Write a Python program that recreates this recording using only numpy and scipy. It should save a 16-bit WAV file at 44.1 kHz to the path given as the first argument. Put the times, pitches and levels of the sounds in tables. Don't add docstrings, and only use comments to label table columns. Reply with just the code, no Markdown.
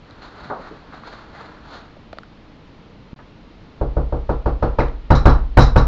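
import sys
import numpy as np
from scipy import signal
from scipy.fft import rfft, irfft, next_fast_len
from scipy.io import wavfile
from scipy.ndimage import uniform_filter1d, map_coordinates

SR = 44100
rng = np.random.default_rng(int(sys.argv[2]) if len(sys.argv) > 2 else 0)


def put_to_file(sound):
    columns = np.atleast_2d(sound).T
    safe = np.clip(columns, -1, 1)
    whole_steps = np.round(safe * 32767)
    wavfile.write(sys.argv[1], SR, whole_steps.astype(np.int16))


N = 258867

# (frequency [Hz], relative level [dB])
AIR_SPECTRUM = [(12, -11.5), (20, -0.5), (120, -6), (146, -4.5), (319, -7.5), (369, -15.5), (449, -10.5),
                (521, -16), (618, -16), (770, -19.5), (829, -17.5), (1230, -21), (1570, -24.5),
                (4180, -29.5), (6990, -48.5), (9090, -72), (15400, -120)]
# (frequency [Hz], relative level [dB])
SHEET_SPECTRUM = [(150, -8), (400, -2.5), (900, 0), (1400, 1), (2200, -12), (3200, -26), (5000, -41)]
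# (frequency [Hz], relative level [dB])
EDGE_SPECTRUM = [(1500, -24), (2800, -3.5), (4300, 6), (5400, -13.5), (7000, -15), (8000, -48)]
# (start [s], rise [s], hold [s], release t60 [s], swish [dB], hiss re swish [dB])
PAGE_STROKES = [(.212, 0.013, 0.014, .35, -39.5, -8), (0.309, .08, 0.084, 0.53, -41.5, -11.5),
                (0.577, 0.062, .02, .35, -40.5, -13), (.917, .01, .06, .4, -44.5, -15),
                (1.024, 0.052, 0.055, 0.54, -40, -10.5), (1.322, 0.029, 0.07, .6, -39.5, -14),
                (1.638, 0.095, 0.052, 0.21, -40.5, -7.5)]
# (rise [s], hold [s], release t60 [s], swish [dB], hiss re swish [dB])
BOOK_SHIFT = (0.11, 1.74, 0.64, -48.5, -13)
# (time [s], level [dB], low edge [Hz], high edge [Hz], t60 [s])
BOOK_FLAPS = [(.455, -36, 89, 170, 0.2), (0.499, -20.5, 450, 1370, 0.067), (0.508, -21.5, 272, 1290, 0.28),
              (.592, -34, 280, 590, .2), (.712, -33, 231.5, 533, 0.2), (0.923, -38.5, 648, 1710, 0.12),
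              (3.187, -42.5, 555.6, 1650, 0.2)]
# (time [s], level [dB], frequency [Hz], t60 [s], snap re ring [dB])
TICKS_AND_POP = [(.109, -39, 4000, .02, 0), (1.036, -29, 1200, .03, -14), (1.968, -34, 600, .025, -20),
                 (2.1297, -32, 1400, .012, 0), (2.1318, -24, 650, .025, -16), (2.172, -30, 600, .02, -17),
                 (2.1855, -22, 1300, .012, -4), (2.2335, -32, 1430, .018, -11),
                 (4.884, -32, 1500, .012, -4), (3.131, -19, 180, .02, -40)]
# (time [s], level [dB], frequency [Hz])
LATCH_SLIPS = [(4.794, -17.5, 2470), (4.8046, -12, 2070), (4.813, -15.5, 1790)]
# (time [s], level [dB], clashes [count])
FITTING_RATTLES = [(5.1515, -26.5, 1), (5.294, -32.5, 1), (5.591, -22.5, 3), (5.775, -27, 1)]
# (frequency [Hz], bandwidth [Hz], relative level [dB])
METAL_MODES = [(3937, 250, 0.5), (5340, 930, -14), (7060, 92, -22)]
# (frequency [Hz], relative level [dB])
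CLASH_SPECTRUM = [(800, -13), (1300, 9.5), (2000, 1.5), (3000, -7.5), (4600, -4), (5600, -7.5), (6500, -16),
                  (7200, -23), (7900, -22.5)]
# (frequency [Hz], relative level [dB])
REVERB_SPECTRUM = [(60, -23), (150, -11.5), (400, 5.5), (750, 0.5), (1300, -4), (2000, -14), (3000, -14),
                   (4500, -7.5), (7000, -19.5), (8000, -25.5)]
# (frequency [Hz], t60 [s])
REVERB_TIMES = [(100, 0.54), (300, 0.33), (1000, 0.35), (5000, 0.28)]
# (frequency [Hz], relative level [dB], t60 [s])
DOOR_MODES = [(46.87, -19.5, 0.94), (57.57, -15.5, 0.55), (83.2, -25, 0.4), (116.8, -21, 0.17),
              (132.5, -25, 0.31), (156.7, -22, 0.16), (213.7, -33, 0.18), (235.5, -21, 0.12),
              (265, -26, 0.2), (291.9, -31, .35), (347.5, -21, 0.22), (414, -24, 0.24), (462, -25, 0.32),
              (479.6, -25.5, 0.29), (510, -25.5, 0.3), (570.3, -22, 0.23), (643, -29, 0.19),
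              (748, -19.5, 0.11), (808, -28.5, 0.29), (882, -27.5, 0.16), (930, -39.5, 0.4),
              (1015, -38.5, 0.36), (1055, -43, 0.3), (1124, -32, 0.23), (1148, -26.5, 0.15),
              (1261, -25, 0.089), (1316, -38.5, 0.28), (1376, -35, 0.27), (1472, -25.5, 0.08),
              (1595, -29.5, 0.092)]
# (frequency [Hz], relative level [dB], t60 [s])
LEAF_SWAY = (27, -20, 0.81)
# (frequency [Hz], relative level [dB], time to peak [s])
PANEL_SLAP = [(67, -31.5, 0.0037), (318.4, -24.5, 0.013), (557, -15, 0.0057), (908, -22.5, 0.0036),
              (1134, -28.5, 0.0045), (1310, -34.5, 0.0059)]
# (frequency [Hz], gain [dB])
HAND_COLOUR = [(25, 3), (55, 0.5), (125, 8.5), (250, 5), (360, -4.5), (550, -3.5), (850, 0.5), (1200, 3.5),
               (1700, 2.5), (2500, -0.5)]
# (time [s], force level [dB])
BLOWS = [(3.81, -0.3), (3.9653, 0), (4.122, -0.4), (4.2907, 1.34), (4.4574, 1.5), (4.6235, 3),
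         (4.7845, 5.5), (5.103, 8.5), (5.2541, 10.5), (5.5704, 12), (5.758, 7)]


def amp(db):
    return 10 ** (np.asarray(db) / 20)


def unit(x):
    return x / np.sqrt(np.mean(x ** 2) + 1e-20)


def along(points, hz):
    f, v = np.transpose(points)
    return np.interp(np.log(hz + 1), np.log(f + 1), v)


def add(track, s, sound):
    part = track[round(s * SR):][:len(sound)]
    part += sound[:len(part)]


def filtered(x, gain):
    m = next_fast_len(len(x) + 8192)
    return irfft(rfft(x, m) * gain(np.fft.rfftfreq(m, 1 / SR)), m)[:len(x)]


def causal(x, gain, size=4096):
    cepstrum = irfft(np.log(np.maximum(gain(np.fft.rfftfreq(size, 1 / SR)), 1e-6)))
    cepstrum[1:size // 2] *= 2
    cepstrum[size // 2 + 1:] = 0
    impulse_response = irfft(np.exp(rfft(cepstrum)))
    return signal.fftconvolve(x, impulse_response)[:len(x)]


def shaped_noise(gain, size=SR):
    return unit(filtered(rng.standard_normal(size), gain))


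def noise(spectrum, size=SR):
    return shaped_noise(lambda hz: amp(along(spectrum, hz)), size)


def second():
    return np.arange(SR) / SR


def fade(t60, rise=1e-5):
    return np.exp(-np.log(1000) * second() / t60) * (1 - np.exp(-second() / rise))


def room_tone():
    return amp(-44) * noise(AIR_SPECTRUM, N)


def slide_speed(start, rise, hold, t60):
    t = np.arange(N) / SR - start
    return np.clip(t / rise, 0, 1) * np.exp(-np.log(1000) * np.maximum(t - rise - hold, 0) / t60)


def pages(catch_rate_hz=90, catch_depth_db=1.5):
    strokes = [*PAGE_STROKES, (0, *BOOK_SHIFT)]
    moves = [(slide_speed(*timing), db, edge_db) for *timing, db, edge_db in strokes]
    swish = np.sqrt(sum((speed * amp(db)) ** 2 for speed, db, _ in moves))
    hiss = np.sqrt(sum((speed * amp(db + edge_db)) ** 2 for speed, db, edge_db in moves))
    catch_index = np.arange(N) * catch_rate_hz / SR
    catches = map_coordinates(rng.standard_normal(N // 100), [catch_index], mode="mirror")
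    grip = unit(amp(catch_depth_db * catches))
    return grip * (swish * noise(SHEET_SPECTRUM, N) + hiss * noise(EDGE_SPECTRUM, N))


def flaps():
    out = np.zeros(N)
    for s, db, low_hz, high_hz, t60 in BOOK_FLAPS:
        band = lambda hz: hz ** 2 / np.hypot(hz ** 2, low_hz ** 2) / np.sqrt(1 + (hz / high_hz) ** 13)
        add(out, s, amp(db) * shaped_noise(band) * fade(t60, rise=0.0013))
    return out


def ticks_and_pop():
    out = np.zeros(N)
    snap_spectrum = [(500, 29.5), (4500, 23.0), (7000, -12.0), (8500, -46.0)]
    for s, db, hz, t60, snap_db in TICKS_AND_POP:
        snap = amp(snap_db) * noise(snap_spectrum) * fade(0.011)
        ring = np.sin(2 * np.pi * hz * second()) * fade(t60)
        add(out, s, amp(db) * (ring + snap))
    return out


def latch():
    out = np.zeros(N)
    for s, db, hz in LATCH_SLIPS:
        chirp = np.sin(2 * np.pi * hz * second()) * fade(0.015, rise=0.00067)
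        echo = shaped_noise(lambda f: 1 / (1 + ((f - hz) / 220) ** 2)) * fade(0.31, rise=0.0057)
        add(out, s, amp(db) * (chirp + amp(-24) * echo))
    return out


def fittings(jolt_above_db=4.2, jolt_lag_s=0.011, jolt_gain_db=-45, chatter_gap_s=0.0138):
    out = np.zeros(N)
    resonances = lambda f: sum(amp(db) / (1 + (2 * (f - hz) / width) ** 2)
                               for hz, width, db in METAL_MODES)
    jolts = [(s + jolt_lag_s, db + jolt_gain_db) for s, db in BLOWS if db > jolt_above_db]
    chatter = [(s + k * chatter_gap_s, db)
               for s, db, count in FITTING_RATTLES for k in range(round(count))]
    for s, db in jolts + chatter:
        ring = amp(-3.5) * shaped_noise(resonances)
        clash = amp(-6.5) * noise(CLASH_SPECTRUM)
        add(out, s, amp(db) * (ring + clash) * fade(0.24, rise=0.00063))
    return out


def reverberation():
    hz, t, spectra = signal.stft(noise(REVERB_SPECTRUM), SR, nperseg=256)
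    decay = np.exp(-np.log(1000) * t / along(REVERB_TIMES, hz)[:, None])
    tail = signal.istft(spectra * decay, SR, nperseg=256)[1][:SR]
    return tail * (1 - np.exp(-second() / 0.0014))


def door_mode(hz, t60):
    phase = 2 * np.pi * hz * second()
    if hz < 100:
        return np.sin(phase) * fade(t60, rise=0.0047)
    return np.cos(phase) * fade(t60, rise=0.0084)


def hand_contact(response, force_db, weight, soft_hz=830, hard_hz=1650, stiffen_db=3):
    cutoff_hz = hard_hz - (hard_hz - soft_hz) * np.exp(-force_db / stiffen_db)
    gain = lambda hz: amp(weight * along(HAND_COLOUR, hz)) / np.sqrt(1 + (hz / cutoff_hz) ** 4)
    return causal(response, gain)


def knocks(fist_above_db=6.4, knuckle_weight=0.44, fist_weight=1.246, mode_spread_db=2.03):
    t, out = second(), np.zeros(N)
    modes = np.array([amp(db) * door_mode(hz, t60) for hz, db, t60 in DOOR_MODES])
    slap = sum(amp(db) * np.sin(2 * np.pi * hz * t) * (t / peak * np.exp(1 - t / peak)) ** 2
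               for hz, db, peak in PANEL_SLAP)
    sway_hz, sway_db, sway_t60 = LEAF_SWAY
    sway = amp(sway_db) * np.cos(2 * np.pi * sway_hz * t) * fade(sway_t60, rise=0.014)
    walls = amp(-23.5) * reverberation()
    for s, force_db in BLOWS:
        weight = fist_weight if force_db > fist_above_db else knuckle_weight
        ring = amp(rng.normal(0, mode_spread_db, len(DOOR_MODES))) @ modes
        stirred = amp(-27.5 + 5.77 * weight) * reverberation()
        response = sway + ring + slap + walls + stirred
        add(out, s, amp(force_db) * hand_contact(response, force_db, weight))
    return out


def scene():
    door = knocks() + fittings() + latch()
    paper = pages() + flaps()
    return (door + paper + ticks_and_pop() + room_tone())[None]


def record(dry):
    rolloff_hz, treble_leak_db, band_limit_hz = 7400, -43.5, 16000
    silence_from_s, silence_to_s = 3.143, 3.162
    lowpass = signal.cheby1(6, 0.5, rolloff_hz, fs=SR, output="sos")
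    dull = signal.sosfilt(lowpass, dry[0]) + amp(treble_leak_db) * dry[0]
    t = np.arange(N) / SR
    silent = (t > silence_from_s) & (t < silence_to_s)
    gate = uniform_filter1d(np.where(silent, amp(-45), 1), size=128)
    clipped = np.clip(dull * gate, -1, 1)
    return filtered(clipped, lambda hz: 1 / (1 + (hz / band_limit_hz) ** 60))[None]


dry = scene()
out = record(dry)
put_to_file(out)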